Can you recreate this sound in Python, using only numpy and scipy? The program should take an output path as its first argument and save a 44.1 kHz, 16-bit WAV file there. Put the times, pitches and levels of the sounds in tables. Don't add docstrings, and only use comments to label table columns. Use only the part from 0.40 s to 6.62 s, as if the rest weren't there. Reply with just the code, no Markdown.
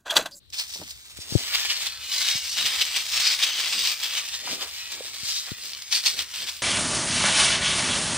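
import sys
import numpy as np
from scipy import signal
from scipy.fft import rfft, irfft
from scipy.io import wavfile
from scipy.ndimage import map_coordinates

SR = 44100
rng = np.random.default_rng(int(sys.argv[2]) if len(sys.argv) > 2 else 0)


def log_audio(samples):
    frames = np.atleast_2d(samples).T
    limited = np.clip(frames, -1, 1)
    pcm = np.round(limited * 32767).astype(np.int16)
    wavfile.write(sys.argv[1], SR, pcm)


N = 274302

# (time [s], level [dB], crispness [dB])
TRICKLE = [(0, -84, -18), (.115, -72, -10), (.135, -42, 7), (.46, -45, 1), (.55, -49.5, 2), (.74, -48, 0.5),
           (.87, -43, -1), (.9, -36, 7), (1.08, -31.5, -3.5), (1.45, -32, -1), (1.59, -41, -2),
           (1.7, -32.5, 1), (2.1, -32.5, 2.5), (3.55, -36, 0), (4.45, -40, -2), (4.8, -37, 2),
           (5.3, -40.5, 1), (6.22, -41, 1)]
# (full flow at [s], hold [s], level [dB], rise [s], crispness [dB])
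HANDFULS = [(0.135, 0.083, -37.5, 0.0018, -2), (1.099, 0.16, -32, .025, -4),
            (1.719, 0.12, -32.5, 0.0033, 4), (1.817, 0.15, -26.5, 0.027, 1),
            (2.096, 0.036, -29.5, 0.0067, 7), (2.166, 0.25, -29.5, 0.0047, -5.5),
            (2.477, 0.15, -33.5, 0.014, -8), (2.736, 0.082, -27, 0.0077, -1.5),
            (2.834, .1, -23.5, 0.034, 1), (3, 0.27, -31, .02, -8.5), (3.38, 0.14, -25.5, 0.09, 2),
            (3.655, 0.15, -33, .005, -6), (4.067, 0.076, -32.5, 0.03, -1), (4.335, 0.083, -36, .006, 0.5),
            (4.898, 0.09, -29, 0.062, 10), (5.21, 0.11, -41.5, .008, 12), (5.945, 0.097, -33, 0.023, -2)]
# (peak time [s], level [dB], rise [s], fall [s], leaf pitch [Hz])
CLUMPS = [(.104, -47, 0.0015, 0.0021, 5370), (0.197, -27.5, 0.016, 0.0093, 4500),
          (.35, -34, 0.021, 0.015, 5170), (.511, -39.5, 0.011, 0.0075, 4900), (.82, -38, 0.014, .012, 4800),
          (1.15, -20, 0.013, 0.011, 2790), (1.305, -21.5, 0.0093, 0.011, 2970),
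          (1.471, -26.5, 0.0065, 0.0042, 3560), (1.717, -25, .0012, 0.0054, 3900),
          (1.781, -20.5, .0015, 0.018, 4250), (1.911, -23.5, 0.0053, 0.017, 4250),
          (2.26, -24.5, 0.0085, 0.013, 3540), (2.417, -21.5, 0.012, .017, 3040),
          (2.564, -24.5, 0.015, 0.0098, 2830), (2.877, -20.5, 0.017, 0.006, 3700),
          (3.034, -18.5, 0.0096, 0.016, 3250), (3.332, -23.5, 0.012, 0.013, 2680),
          (3.635, -25.5, 0.0066, 0.02, 3230), (3.785, -22, 0.017, 0.01, 3020),
          (3.938, -30, 0.014, 0.033, 3720), (4.221, -31, 0.014, 0.016, 3020),
          (4.525, -33, 0.012, 0.031, 3800), (5.109, -31.5, 0.0028, 0.013, 3950),
          (5.527, -18.5, 0.0057, 0.013, 3930), (5.55, -21, 0.015, 0.034, 4420),
          (5.663, -18, 0.0049, 0.031, 4320), (5.792, -27, 0.0069, 0.023, 3020),
          (6.094, -32, 0.014, 0.016, 3340)]
# (time [s], lag of the left ear [samples])
LANDING_LAG = [(0, 8), (.5, 9), (.8, 5.5), (1.2, 4), (1.7, 1.16), (2.4, 0.5), (3.3, -0.5), (4.2, 3.5),
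               (6.2, 1.16)]
# (offset [dB], slope with crispness [dB/dB], slope with stream level [dB/dB])
PATTER_BANDS = [(-13.5, -0.61, 0.8148), (-3.5, -.5, 1.01), (-3, 0.25, 1), (-8.5, 0, 0.71)]
# (frequency [Hz], gain [dB])
LEFT_EQ = [(150, -22.5), (400, -17), (800, -11), (1400, -8), (2000, -2.5), (3400, 3.5), (5200, 1),
           (6500, -5), (8000, -16), (9400, -21.5), (10400, -24.5), (12000, -22), (14500, -21.5),
           (16000, -20)]
RIGHT_EQ = [(150, -21.5), (400, -14.5), (800, -9), (1400, -8.5), (2000, -2), (3400, 1.5), (5200, -1.5),
            (6800, -8), (8200, -5), (9800, -15), (12000, -18.5), (13800, -17.5), (15400, -9),
            (16000, -35.5)]
# (time [s], level [dB])
SHARP_TICKS = [(0.126, -30), (0.13, -24), (0.1354, -31), (0.144, -22), (0.1512, -36), (0.158, -39),
               (0.1644, -35), (0.8919, -30), (3.1332, -14.5), (4.653, -32), (5.0674, -21.5), (5.3338, -16),
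               (5.3496, -20.5), (5.422, -19)]
# (peak time [s], level [dB], rise [s], fall [s], pitch [Hz])
LOW_CRUNCHES = [(0.36, -48, 0.0036, 0.015, 370), (.405, -42, 0.015, 0.026, 148),
                (0.425, -35.5, 0.0034, 0.004, 354), (.985, -47, 0.088, 0.061, 396),
                (2.26, -51, 0.055, 0.028, 191), (3.335, -42, 0.01, 0.027, 890),
                (3.37, -46.5, 0.033, 0.053, 310), (4.08, -33, 0.0037, 0.02, 1050),
                (4.125, -40, 0.057, 0.043, 367), (4.218, -38.5, 0.011, 0.04, 790),
                (4.54, -51.5, 0.021, 0.16, 485), (5.082, -43, 0.011, 0.018, 1100),
                (5.3, -60.5, 0.13, .06, 310), (5.75, -52.5, 0.038, 0.066, 307),
                (6.04, -50, 0.035, 0.022, 318), (6.095, -53, .008, 0.022, 910)]
# (time [s], peak level [dB], pitch [Hz], bandwidth [Hz])
TWIG_KNOCKS = [(0.4163, -31, 600, 500), (1.2512, -28.5, 800, 700), (4.0746, -25, 895, 600),
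               (4.606, -29, 497, 173), (4.65, -44, 504, 200)]
# (time [s], level [dB], contact [s], direction [+1 press, -1 release])
PORT_BUMPS = [(0.789, -30.5, 0.00046, -1), (0.9242, -19.5, 0.00066, -1), (0.9542, -3.5, 0.00053, 1),
              (0.9586, -7.5, 0.00071, -1), (1.955, -28.5, 0.00089, -1), (4.833, -34, 0.00086, -1),
              (5.1187, -21, 0.00065, 1)]
# (frequency [Hz], gain [dB])
AIR_EQ = [(20, -7), (45, -17), (75, -24), (110, 9.5), (180, -2.5), (400, -3), (1000, -25), (2000, -22),
          (4000, 2), (8000, -40), (16000, -33)]


def granules(dense_per_s=6500, dense_db=-24, crowding=.35, ordinary_db=-29.5, trim_db=-2):
    level_db, crisp_db = stream()
    lag, = in_time(LANDING_LAG)
    per_s = dense_per_s * from_db(crowding * (level_db - dense_db))
    clicks = impacts(per_s, spread_db=8, limit_sigma=1.69)
    clicks *= flutter(per_s=60, depth_db=2.3)
    ticks = leaf_ticks(clicks, lag)
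    hum = from_db(-4.5) * leaf_hum(lag)
    fizz = from_db(-4) * skitter(clicks, decay_s=0.011)
    patter = in_ears(ticks + hum + fizz)
    bands_db = [ordinary_db + offset + tilt * crisp_db + growth * (level_db - ordinary_db)
                for offset, tilt, growth in PATTER_BANDS]
    return from_db(trim_db) * ride_bands(patter, bands_db) + struck_leaves(clicks)


def stream(handful_fall_s=0.028, neutral_leaf_hz=3500, crisp_db_per_octave=14):
    trickle_db, trickle_crisp_db = in_time(TRICKLE)
    flows = [(from_db(trickle_db), trickle_crisp_db)]
    for s, hold, db, rise, crisp_db in HANDFULS:
        flows.append((from_db(db) * swell(s, rise, handful_fall_s, hold), crisp_db))
    for s, db, rise, fall, hz in CLUMPS:
        envelope = swell(s, rise, fall, roundness=0.32)
        crisp_db = crisp_db_per_octave * np.log2(hz / neutral_leaf_hz)
        flows.append((from_db(db) * envelope, crisp_db))
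    power = sum(gain ** 2 for gain, _ in flows)
    return 10 * np.log10(power), sum(gain ** 2 * crisp_db for gain, crisp_db in flows) / power


def leaf_ticks(clicks, lag, scatter_samples=1.2, ring_db=5, q=7.3, pan_db=2, leaves=24):
    right_at = np.flatnonzero(clicks)
    leaf = rng.integers(0, leaves, N)[right_at]
    delay = np.round(lag + scatter_samples * rng.standard_normal(N)).astype(int)
    left_at = np.clip(right_at + delay[right_at], 0, N - 1)
    pan = pan_db * rng.uniform(-1.26, 1.82, N)[right_at]
    left, right = clicks[right_at] * from_db([pan, -pan])
    out = np.zeros((2, N))
    for k, hz in enumerate(np.geomspace(1000, 15000, leaves)):
        on_leaf = leaf == k
        hits = np.array([np.bincount(left_at[on_leaf], left[on_leaf], N),
                         np.bincount(right_at[on_leaf], right[on_leaf], N)])
        out += hits + from_db(ring_db) * resonate(hits, hz, hz / q)
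    return out / rms(out)


def leaf_hum(lag, width_at_3khz=49, patchy_db=10, patches=56, modes=40):
    hop = N // patches + 1
    crossfade = np.sin(np.pi * np.arange(2 * hop) / (2 * hop))
    hum = np.zeros((patches + 2) * hop)
    for start in range(0, (patches + 1) * hop, hop):
        fines = rng.standard_normal((3, 2 * hop))
        pitches = np.geomspace(1100, 15000, modes) * rng.uniform(.96, 1.04, modes)
        widths = width_at_3khz * pitches / 3000
        exposure = from_db(patchy_db * rng.uniform(-2, 1, modes))
        patch = sum(exposure[k] * resonate(fines[k % 3], pitches[k], widths[k]) for k in range(modes))
        hum[start:start + 2 * hop] += crossfade * patch / rms(patch)
    right = hum[hop:hop + N]
    left = map_coordinates(right, [np.arange(N) - lag], order=3)
    return np.array([left, right]) / rms(right)


def skitter(clicks, decay_s, low_hz=1300):
    pole = np.exp(-1 / (decay_s * SR))
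    envelope = np.sqrt(signal.lfilter([1 - pole], [1, -pole], clicks ** 2 + 1e-18))
    return low_cut(envelope * rng.standard_normal((2, N)), low_hz, order=1)


def struck_leaves(clicks, ring_db=-8, width_hz=130):
    out = np.zeros(N)
    for s, db, rise, fall, hz in CLUMPS:
        ring = resonate(clicks, hz, width_hz)
        out += from_db(db + ring_db) * swell(s, rise, fall) * ring / rms(ring)
    return out * balance(1, -2)


def sharp_ticks(trim_db=1, hz=4600, width_hz=3000, skitter_db=-3):
    clicks = np.zeros(N)
    for s, db in SHARP_TICKS:
        clicks[round(s * SR)] = from_db(db)
    fizz = from_db(skitter_db) * skitter(clicks, decay_s=0.0012)
    ticks = in_ears(resonate(clicks + fizz, hz, width_hz))
    return from_db(trim_db) * ticks * clicks.max() / np.abs(ticks).max()


def low_crunches(band_ratio=1.96):
    crackle = impacts(per_s=3000, spread_db=5)
    out = np.zeros(N)
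    for s, db, rise, fall, hz in LOW_CRUNCHES:
        crunch = band(crackle, hz / band_ratio, hz * band_ratio)
        out += from_db(db) * swell(s, rise, fall) * crunch / rms(crunch)
    return out


def twigs():
    out = np.zeros(N)
    for s, db, hz, width_hz in TWIG_KNOCKS:
        click = signal.unit_impulse(N, round(s * SR))
        knock = resonate(resonate(click, hz, width_hz), hz, width_hz)
        out += from_db(db) * knock / np.abs(knock).max()
    return out


def port_bumps(case_hz=98, case_width_hz=66, case_db=16.5, cut_hz=31, leak_db=-42):
    t = np.arange(N) / SR
    out = np.zeros(N)
    for s, db, contact_s, direction in PORT_BUMPS:
        progress = np.clip((t - s) / contact_s, -10, 10)
        push = direction * progress * np.exp(-progress ** 2 / 2)
        thud = push + from_db(case_db) * resonate(push, case_hz, case_width_hz)
        out += from_db(db) * thud / np.abs(thud).max()
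    return low_cut(out, cut_hz, order=2) * balance(0, leak_db)


def handling_rumble():
    rumble = band(rng.standard_normal((2, N)), 60, 90) * flutter(per_s=15, depth_db=3)
    return rumble / rms(rumble) * balance(-58.5, -74.5)


def outdoor_air():
    air = np.array([equalise(noise, AIR_EQ) for noise in rng.standard_normal((2, N))])
    return air / rms(air) * balance(-59.5, -63.5)


def from_db(db):
    return 10 ** (np.asarray(db) / 20)


def balance(left_db, right_db):
    return from_db([[left_db], [right_db]])


def rms(x):
    return np.sqrt(np.mean(x ** 2) + 1e-20)


def in_time(rows):
    times, *columns = np.transpose(rows)
    return [np.interp(np.arange(N) / SR, times, column) for column in columns]


def swell(peak_s, rise, fall, hold=0, roundness=0):
    t = np.arange(N) / SR - peak_s
    away = np.clip(np.maximum(-t / rise, (t - hold) / fall), 0, 40)
    return np.exp(roundness - np.sqrt(away ** 2 + roundness ** 2))


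def flutter(per_s, depth_db):
    knots = rng.standard_normal(400)
    position = np.arange(N) / SR * per_s + rng.random()
    return from_db(depth_db * 1.2 * np.interp(position, np.arange(len(knots)), knots))


def impacts(per_s, spread_db, limit_sigma=3.44):
    lands = rng.random(N) < per_s / SR
    sizes = from_db(spread_db * np.minimum(rng.standard_normal(N), limit_sigma))
    clicks = lands * sizes * rng.choice([-1, 1], N) / np.sqrt(per_s)
    return clicks / rms(clicks)


def band(x, low_hz, high_hz):
    return signal.sosfilt(signal.butter(2, [low_hz, high_hz], "band", fs=SR, output="sos"), x + 1e-18)


def low_cut(x, hz, order):
    return signal.sosfilt(signal.butter(order, hz, "high", fs=SR, output="sos"), x)


def resonate(x, hz, width_hz):
    radius = np.exp(-np.pi * width_hz / SR)
    feedback = [1, -2 * radius * np.cos(2 * np.pi * hz / SR), radius ** 2]
    return signal.lfilter(np.array([1, 0, -1]) * (1 - radius ** 2) / 2, feedback, x + 1e-18)


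def equalise(x, curve, size=4096):
    hz, db = np.transpose(curve)
    grid_hz = np.maximum(np.arange(size // 2 + 1) * SR / size, 1)
    gain = from_db(np.interp(np.log(grid_hz), np.log(hz), db))
    cepstrum = irfft(np.log(gain))
    cepstrum[1:size // 2] *= 2
    cepstrum[size // 2 + 1:] = 0
    return signal.fftconvolve(x, irfft(np.exp(rfft(cepstrum))))[:N]


def in_ears(pair):
    return np.array([equalise(pair[0], LEFT_EQ), equalise(pair[1], RIGHT_EQ)])


def ride_bands(x, levels_db, crossovers_hz=(2000, 4000, 7000)):
    hz = np.arange(N // 2 + 1) * SR / N
    below = [1 / (1 + (hz / edge) ** 12) for edge in crossovers_hz]
    shares = np.diff(below, axis=0, prepend=0, append=1)
    parts = [irfft(rfft(x) * share, N) for share in shares]
    return sum(from_db(db) * part / rms(part.mean(0)) for db, part in zip(levels_db, parts))


def scene():
    return (granules() + sharp_ticks() + low_crunches() + twigs() + port_bumps()
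            + outdoor_air() + handling_rumble())


def record(dry):
    cutoff_hz = 15700
    return signal.sosfilt(signal.ellip(12, .1, 90, cutoff_hz, fs=SR, output="sos"), dry)


dry = scene()
out = record(dry)
log_audio(out)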